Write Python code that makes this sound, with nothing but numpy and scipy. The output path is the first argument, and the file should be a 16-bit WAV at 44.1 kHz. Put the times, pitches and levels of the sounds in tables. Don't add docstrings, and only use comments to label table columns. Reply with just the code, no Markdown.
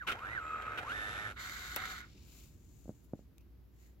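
import sys
import numpy as np
from scipy import signal
from scipy.fft import rfft, irfft
from scipy.io import wavfile
from scipy.ndimage import uniform_filter1d

SR = 44100
rng = np.random.default_rng(int(sys.argv[2]) if len(sys.argv) > 2 else 0)


def unload_audio(sound):
    columns = np.transpose(np.atleast_2d(sound))
    steps = np.round(np.clip(columns, -1, 1) * 32767)
    wavfile.write(sys.argv[1], SR, steps.astype(np.int16))


N = 176400
TIME_S, FREQS_HZ = np.arange(N) / SR, np.fft.rfftfreq(N, 1 / SR)


# time in seconds, tooth rate in Hz, whine in dB, rattle in dB.
MOTOR_RUN = [(0, 1853, -48.5, -95), (.026, 1419, -44, -54.5), (.045, 1135, -57, -59),
             (.065, 953.5, -62, -57.5), (.135, 660.2, -54, -40.5), (.19, 999, -53, -50),
             (.246, 1406, -44.5, -48), (.285, 1854, -43.5, -49.5), (.345, 2032, -44, -49),
             (.378, 1588, -35.5, -49.5), (.408, 1281, -46, -49.5), (.555, 1280, -41.5, -48),
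             (.6, 1266, -45.5, -46.5), (.698, 1271, -44.5, -45.5), (.75, 1280, -47.5, -44),
             (.775, 1197, -69, -43.5), (.82, 662.5, -56, -41), (.855, 962.5, -55, -46.5),
             (.88, 1189, -43.5, -46.5), (.915, 1504, -40, -44), (.943, 1786, -41.5, -48),
             (1.27, 1790, -45, -47), (1.315, 1744, -59, -48), (1.345, 1387, -79, -65),
             (1.42, 999, -125, -125)]
# multiple of the tooth rate, relative level in dB.
WHINE_OVERTONES = [(2, -16.5), (3, -32)]
# time in seconds, gain in dB.
OVERTONE_SWELL = [(.34, -13.5), (.45, -2.5), (.9, -0.5)]
RATTLE_TREBLE = [(.15, -2.5), (.45, -4), (.75, -6), (.9, 3), (1.1, 6.5), (1.3, 3)]
# frequency in Hz, gain in dB.
OVERTONE_CASE_GAIN = [(2200, -3.5), (2570, 3.5), (2900, 0), (5400, 3.5)]
RATTLE_COLOUR = [(59.3, -16.5), (105.5, 2), (150, -14.5), (450, -7.5), (1000, -10.5), (1450, 0),
                 (3300, -17.5), (4020, -20), (4440, -27.5), (7300, -29), (8700, -35), (11200, -32.5),
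                 (15300, -48)]
TEETH_PER_TURN, SPEED_JITTER, BACKLASH_RAD = 17, 0.006, 0.4

def geared_motor():
    tooth_hz = curve(MOTOR_RUN) * (1 + SPEED_JITTER * walk(60))
    teeth = np.cumsum(tooth_hz) / SR
    turns = teeth / TEETH_PER_TURN
    wobble = np.sin(2 * np.pi * turns)
    mesh_rad = 2 * np.pi * teeth + BACKLASH_RAD * walk(420)
    whine = amp(2.6 * walk(130)) * np.sin(mesh_rad)
    for multiple, db in WHINE_OVERTONES:
        level_db = db + curve(OVERTONE_SWELL) + spectrum(multiple * tooth_hz, OVERTONE_CASE_GAIN)
        whine += amp(level_db + 2.6 * walk(130)) * np.sin(multiple * mesh_rad)
    whine = unit(whine * (1 + 0.25 * wobble))
    knocks = impacts(teeth, scatter_db=3, ring_s=0.00072) * (1 + 0.2 * wobble)
    rattle = unit(case(colour(knocks * gear_grit(turns, repeat_db=-3), RATTLE_COLOUR)))
    body = lowpass(rattle, 2900)
    rattle = body + amp(curve(RATTLE_TREBLE)) * (rattle - body)
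    return whine * amp(curve(MOTOR_RUN, column=2)) + rattle * amp(curve(MOTOR_RUN, column=3))


def gear_grit(turns, repeat_db):
    slots = 420
    position = (turns % 1 * slots).astype(int)
    return stereo_noise() + amp(repeat_db) * stereo_noise()[:, slots + position]


# start in seconds, length in seconds, relative level in dB.
SCRAPES = [(0.074, 0.031, -32.5), (0.119, 0.0064, -35), (0.191, 0.001, -47.5), (0.778, 0.016, -38.5)]
# start in seconds, relative level in dB.
GEAR_CATCHES = [(.289, -46.5), (.622, -39), (.693, -48)]
# frequency in Hz, gain in dB.
SCRAPE_COLOUR = [(400, -11), (970, -14), (1380, 1), (2040, -3), (2980, -5), (4400, -20), (9000, -30),
                 (15800, -32.5)]
SCRAPE_ATTACK_S, SCRAPE_RELEASE_S, SLIP_HZ = 0.0061, 0.0072, 1496

def cutter():
    force = 0
    for start_s, length_s, db in SCRAPES:
        attack = np.clip((TIME_S - start_s) / SCRAPE_ATTACK_S + 1, 0, 1)
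        release = np.exp(-np.maximum(TIME_S - start_s - length_s, 0) / SCRAPE_RELEASE_S)
        force += amp(db) * attack * release
    slip_hz = SLIP_HZ * amp(2 * walk(2000))
    slips = impacts(np.cumsum(slip_hz) / SR, scatter_db=0.5, ring_s=0.001)
    catches = sum(amp(db) * decay(start_s, ring_s=0.003) for start_s, db in GEAR_CATCHES)
    return case(colour((force * slips + catches) * stereo_noise(), SCRAPE_COLOUR)) * amp(-1.5)


# time in seconds, body in dB, treble in dB.
FEED_LEVELS = [(1.352, -74, -78), (1.368, -47.5, -69.5), (1.4, -45, -53), (1.47, -47, -52.5),
               (1.75, -46.5, -53), (1.79, -41, -56.5), (1.92, -45.5, -52.5), (2.005, -51, -60),
               (2.045, -56.5, -76), (2.07, -64, -76), (2.25, -125, -125)]
# frequency in Hz, gain in dB.
FEED_COLOUR = [(870, -17.5), (1327, -2), (2100, 0), (2560, -16.5), (3780, -9), (4660, -16), (5680, -22.5),
               (6800, -16.5), (8060, -24), (9120, -36.5), (11900, -25), (15500, -29)]
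STEP_HZ, STEPS_PER_TURN, TAPE_GRIT = 245.4, 3, 0.87

def tape_feed():
    steps = STEP_HZ * TIME_S
    ticks = impacts(steps, scatter_db=3, ring_s=0.0032, accent_db=1)
    grit = gear_grit(steps / STEPS_PER_TURN, repeat_db=-6)
    buzz = unit(case(colour((ticks + TAPE_GRIT) * grit, FEED_COLOUR)))
    body = lowpass(buzz, 4000)
    return unit(body) * amp(curve(FEED_LEVELS)) + unit(buzz - body) * amp(curve(FEED_LEVELS, column=2))


# start in seconds, level in dB, decay in seconds.
CLICKS = [(1.7619, -23.5, .0011), (3.382, -52, .0012), (3.408, -70, .008)]
CASE_KNOCK = (1.7637, -32, 0.0088)
# frequency in Hz, gain in dB.
CLICK_COLOUR = [(300, -14), (1400, -5), (6000, -2), (9000, -10), (12000, -2)]
KNOCK_COLOUR = [(100, -24), (346, 5), (700, 7), (2840, 4.5), (5070, -10.5)]

def clicks():
    snaps = sum(amp(db) * decay(start_s, ring_s) for start_s, db, ring_s in CLICKS)
    start_s, db, ring_s = CASE_KNOCK
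    knock = amp(db) * decay(start_s, ring_s)
    return colour(snaps * stereo_noise(), CLICK_COLOUR) + colour(knock * stereo_noise(), KNOCK_COLOUR)


# frequency in Hz, bandwidth in Hz, gain in dB.
CASE_MODES = [(747, 17, -0.5), (1336, 26, -3.5), (1467, 74, -5), (2080, 23, -3), (2328, 7.5, -12.5),
              (3160, 18, 3.5)]

def case(x):
    return x + sum(amp(db) * signal.lfilter(*signal.iirpeak(hz, hz / width_hz, SR), x)
                   for hz, width_hz, db in CASE_MODES)


# start in seconds, end in seconds, pitch in Hz, level in dB.
FEED_WHINES = [(1.359, 2.051, 1448, -55.5), (1.769, 1.967, 1288, -53), (1.78, 1.939, 757, -58.5)]

def feed_whines():
    notes = 0
    for start_s, end_s, hz, db in FEED_WHINES:
        level = amp(db + 2 * walk(120)) * gate(start_s, end_s, ramp_s=0.0067)
        notes += level * np.sin(2 * np.pi * hz * TIME_S + 0.31 * walk(60))
    return notes


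# start in seconds, end in seconds, pitch in Hz, level in dB, fall in dB per second.
MOTOR_WHISTLE = (.405, .7, 7480, -68, 28)

def motor_whistle():
    start_s, end_s, hz, db, fall_db_per_s = MOTOR_WHISTLE
    level = amp(db - fall_db_per_s * (TIME_S - start_s) + 2 * walk(90.6))
    tone = np.sin(2 * np.pi * hz * TIME_S + 0.66 * walk(90))
    return gate(start_s, end_s, ramp_s=0.01) * level * tone


# start in seconds, peak in dB.
BUMPS = [(2.857, -43.5), (2.88, -39.5), (2.893, -30), (2.903, -40), (3.135, -26.5), (3.192, -43.5)]
# frequency in Hz, gain in dB.
BUMP_COLOUR = [(40, -19), (110, -0.5), (220, 5), (400, -3.5), (650, -10), (1000, -27.5), (1600, -29),
               (9000, -67)]

def hand_bumps():
    pushes = np.zeros(N)
    for start_s, db in BUMPS:
        pushes[int(start_s * SR)] += amp(db)
    blow = amp(-11) * unit(decay(0, ring_s=0.014) * stereo_noise()) / np.sqrt(N)
    blow[:, 0] += 1
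    thud = signal.sosfilt(signal.butter(2, 1100, fs=SR, output="sos"), colour(blow, BUMP_COLOUR))
    return signal.fftconvolve(pushes[None], thud / np.abs(thud).max(), axes=1)[:, :N]


# centre in seconds, half length in seconds, then rub, rustle and sheen in dB.
STROKES = [(2.117, 0.13, -69, -78, -100), (2.366, 0.13, -66.5, -66.5, -64), (2.797, 0.24, -80, -73, -75),
           (3.048, 0.012, -97, -93, -72), (3.198, 0.047, -81.5, -80.5, -90),
           (3.84, 0.079, -78.5, -75.5, -75)]
# frequency in Hz, gain in dB.
STROKE_COLOURS = [
    [(1200, -8.5), (2500, 0), (5500, -0.5), (9000, -32)],
    [(4500, -27.5), (7000, -1.5), (10000, -29)],
    [(8500, -14), (11500, -5)],
]

def hand_strokes():
    strokes = np.array(STROKES)
    centre_s, half_s, bands_db = strokes[:, :1], strokes[:, 1:2], strokes[:, 2:]
    levels = amp(bands_db).T @ swell(centre_s, half_s) * amp(walk(200))
    return sum(colour(stereo_noise() * level, rows) for level, rows in zip(levels, STROKE_COLOURS))


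# time in seconds, level in dB.
RUMBLE_LEVEL = [(0, -63), (1.7, -57.5), (2.1, -59), (2.18, -56.5), (2.24, -58.5), (2.65, -59.5), (4, -72)]
# frequency in Hz, gain in dB.
RUMBLE_COLOUR = [(26, -40.5), (43, 1), (62, 0), (100, -1), (170, -11), (330, -15.5), (550, -34),
                 (1200, -47.5)]

def hand_rumble():
    return colour(stereo_noise(), RUMBLE_COLOUR) * amp(curve(RUMBLE_LEVEL))


# centre in seconds, half length in seconds, pitch in Hz, glide in Hz per second, level in dB.
SQUEAKS = [(3.405, .025, 2560, 9500, -79), (3.845, .08, 1910, 0, -75)]

def faint_squeaks():
    tones = 0
    for centre_s, half_s, hz, glide_hz_per_s, db in SQUEAKS:
        offset_s = TIME_S - centre_s
        cycles = offset_s * (hz + glide_hz_per_s * offset_s / 2)
        level = amp(db + 3 * walk(194)) * swell(centre_s, half_s)
        tones += level * np.sin(2 * np.pi * cycles + 1.3 * walk(400))
    return tones


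# frequency in Hz, gain in dB.
AIR_COLOUR = [(20, -33), (55, 0.5), (140, -10), (330, -14), (550, -28), (1200, -34), (5500, -43.5),
              (7300, -48.5), (8800, -57), (12000, -39), (15500, -42)]
AIR_DB, HUM_HZ, HUM_DB = -62.5, 59.6, -61

def room():
    air = colour(stereo_noise() + rng.standard_normal((2, N)), AIR_COLOUR)
    hum = np.sin(2 * np.pi * HUM_HZ * TIME_S + 0.33 * walk(8.3)) * amp(2 * walk(16))
    return amp(AIR_DB) * unit(air) + amp(HUM_DB) * unit(hum)


# frequency in Hz, left minus right in dB.
MIC_BALANCE = [(400, -1), (950, 5.5), (1500, -4), (2200, -7), (2850, 5), (5000, 2.5), (6600, 23.5),
               (10000, 16), (12000, 3.5)]
# frequency in Hz, lead of the left in radians.
MIC_PHASE = [(200, 0), (1250, .5), (1800, 2.7), (2400, 6.2), (3000, 7), (3900, 13.5), (5000, 10.8),
             (7000, 12.6)]

def microphones(x):
    split = np.array([[0.5], [-0.5]])
    gain = amp(split * spectrum(FREQS_HZ, MIC_BALANCE))
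    gain /= np.sqrt(np.mean(gain ** 2, axis=0))
    return irfft(rfft(x) * gain * np.exp(1j * split * spectrum(FREQS_HZ, MIC_PHASE)), N)


# frequency in Hz, correlation of left and right.
STEREO_CORRELATION = [(300, .96), (1700, .85), (2200, .65), (7000, .35)]

def stereo_noise():
    alike = spectrum(FREQS_HZ, STEREO_CORRELATION)
    mid, side = rfft(rng.standard_normal((2, N))) * np.sqrt([(1 + alike) / 2, (1 - alike) / 2])
    return irfft([mid + side, mid - side], N)


def impacts(cycles, scatter_db, ring_s, accent_db=0):
    hits = np.flatnonzero(np.diff(np.floor(cycles)) > 0)
    kicks = np.zeros(N)
    kicks[hits] = amp(scatter_db * rng.standard_normal(N)[:len(hits)])
    kicks[hits[::3]] *= amp(accent_db)
    return unit(signal.lfilter([1], [1, -np.exp(-1 / (ring_s * SR))], kicks))


def decay(start_s, ring_s):
    return (TIME_S >= start_s) * np.exp(-np.maximum(TIME_S - start_s, 0) / ring_s)


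def gate(start_s, end_s, ramp_s):
    return np.clip(np.minimum(TIME_S - start_s, end_s - TIME_S) / ramp_s, 0, 1)


def swell(centre_s, half_s):
    return np.exp(-((TIME_S - centre_s) / half_s) ** 2)


def walk(rate_hz):
    hold = max(int(SR / rate_hz), 2)
    stairs = np.repeat(rng.standard_normal(N // hold + 1), hold)
    return unit(uniform_filter1d(stairs, hold)[:N])


def curve(rows, column=1):
    rows = np.array(rows, float)
    return np.interp(TIME_S, rows[:, 0], rows[:, column])


def spectrum(hz, rows):
    rows = np.array(rows, float)
    return np.interp(np.log(np.maximum(hz, 1)), np.log(rows[:, 0]), rows[:, 1])


def colour(x, rows):
    size = 8192
    gain = amp(spectrum(np.fft.rfftfreq(size, 1 / SR), rows))
    cepstrum = irfft(np.log(gain))
    cepstrum[1:size // 2] *= 2
    cepstrum[size // 2 + 1:] = 0
    response = irfft(np.exp(rfft(cepstrum)))
    return signal.fftconvolve(x, unit(response)[None] / np.sqrt(size), axes=1)[:, :N]


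def lowpass(x, hz):
    return signal.sosfiltfilt(signal.butter(3, hz, fs=SR, output="sos"), x)


def amp(db):
    return 10 ** (np.asarray(db) / 20)


def unit(x):
    return x / np.sqrt(np.mean(x ** 2))


def scene():
    printer = geared_motor() + motor_whistle() + cutter() + tape_feed() + feed_whines() + clicks()
    hand = hand_bumps() + hand_strokes() + hand_rumble()
    return microphones(printer + hand + faint_squeaks()) + room()


def record(dry):
    return signal.sosfilt(signal.ellip(10, .2, 70, 15850, fs=SR, output="sos"), dry)


dry = scene()
out = record(dry)
unload_audio(out)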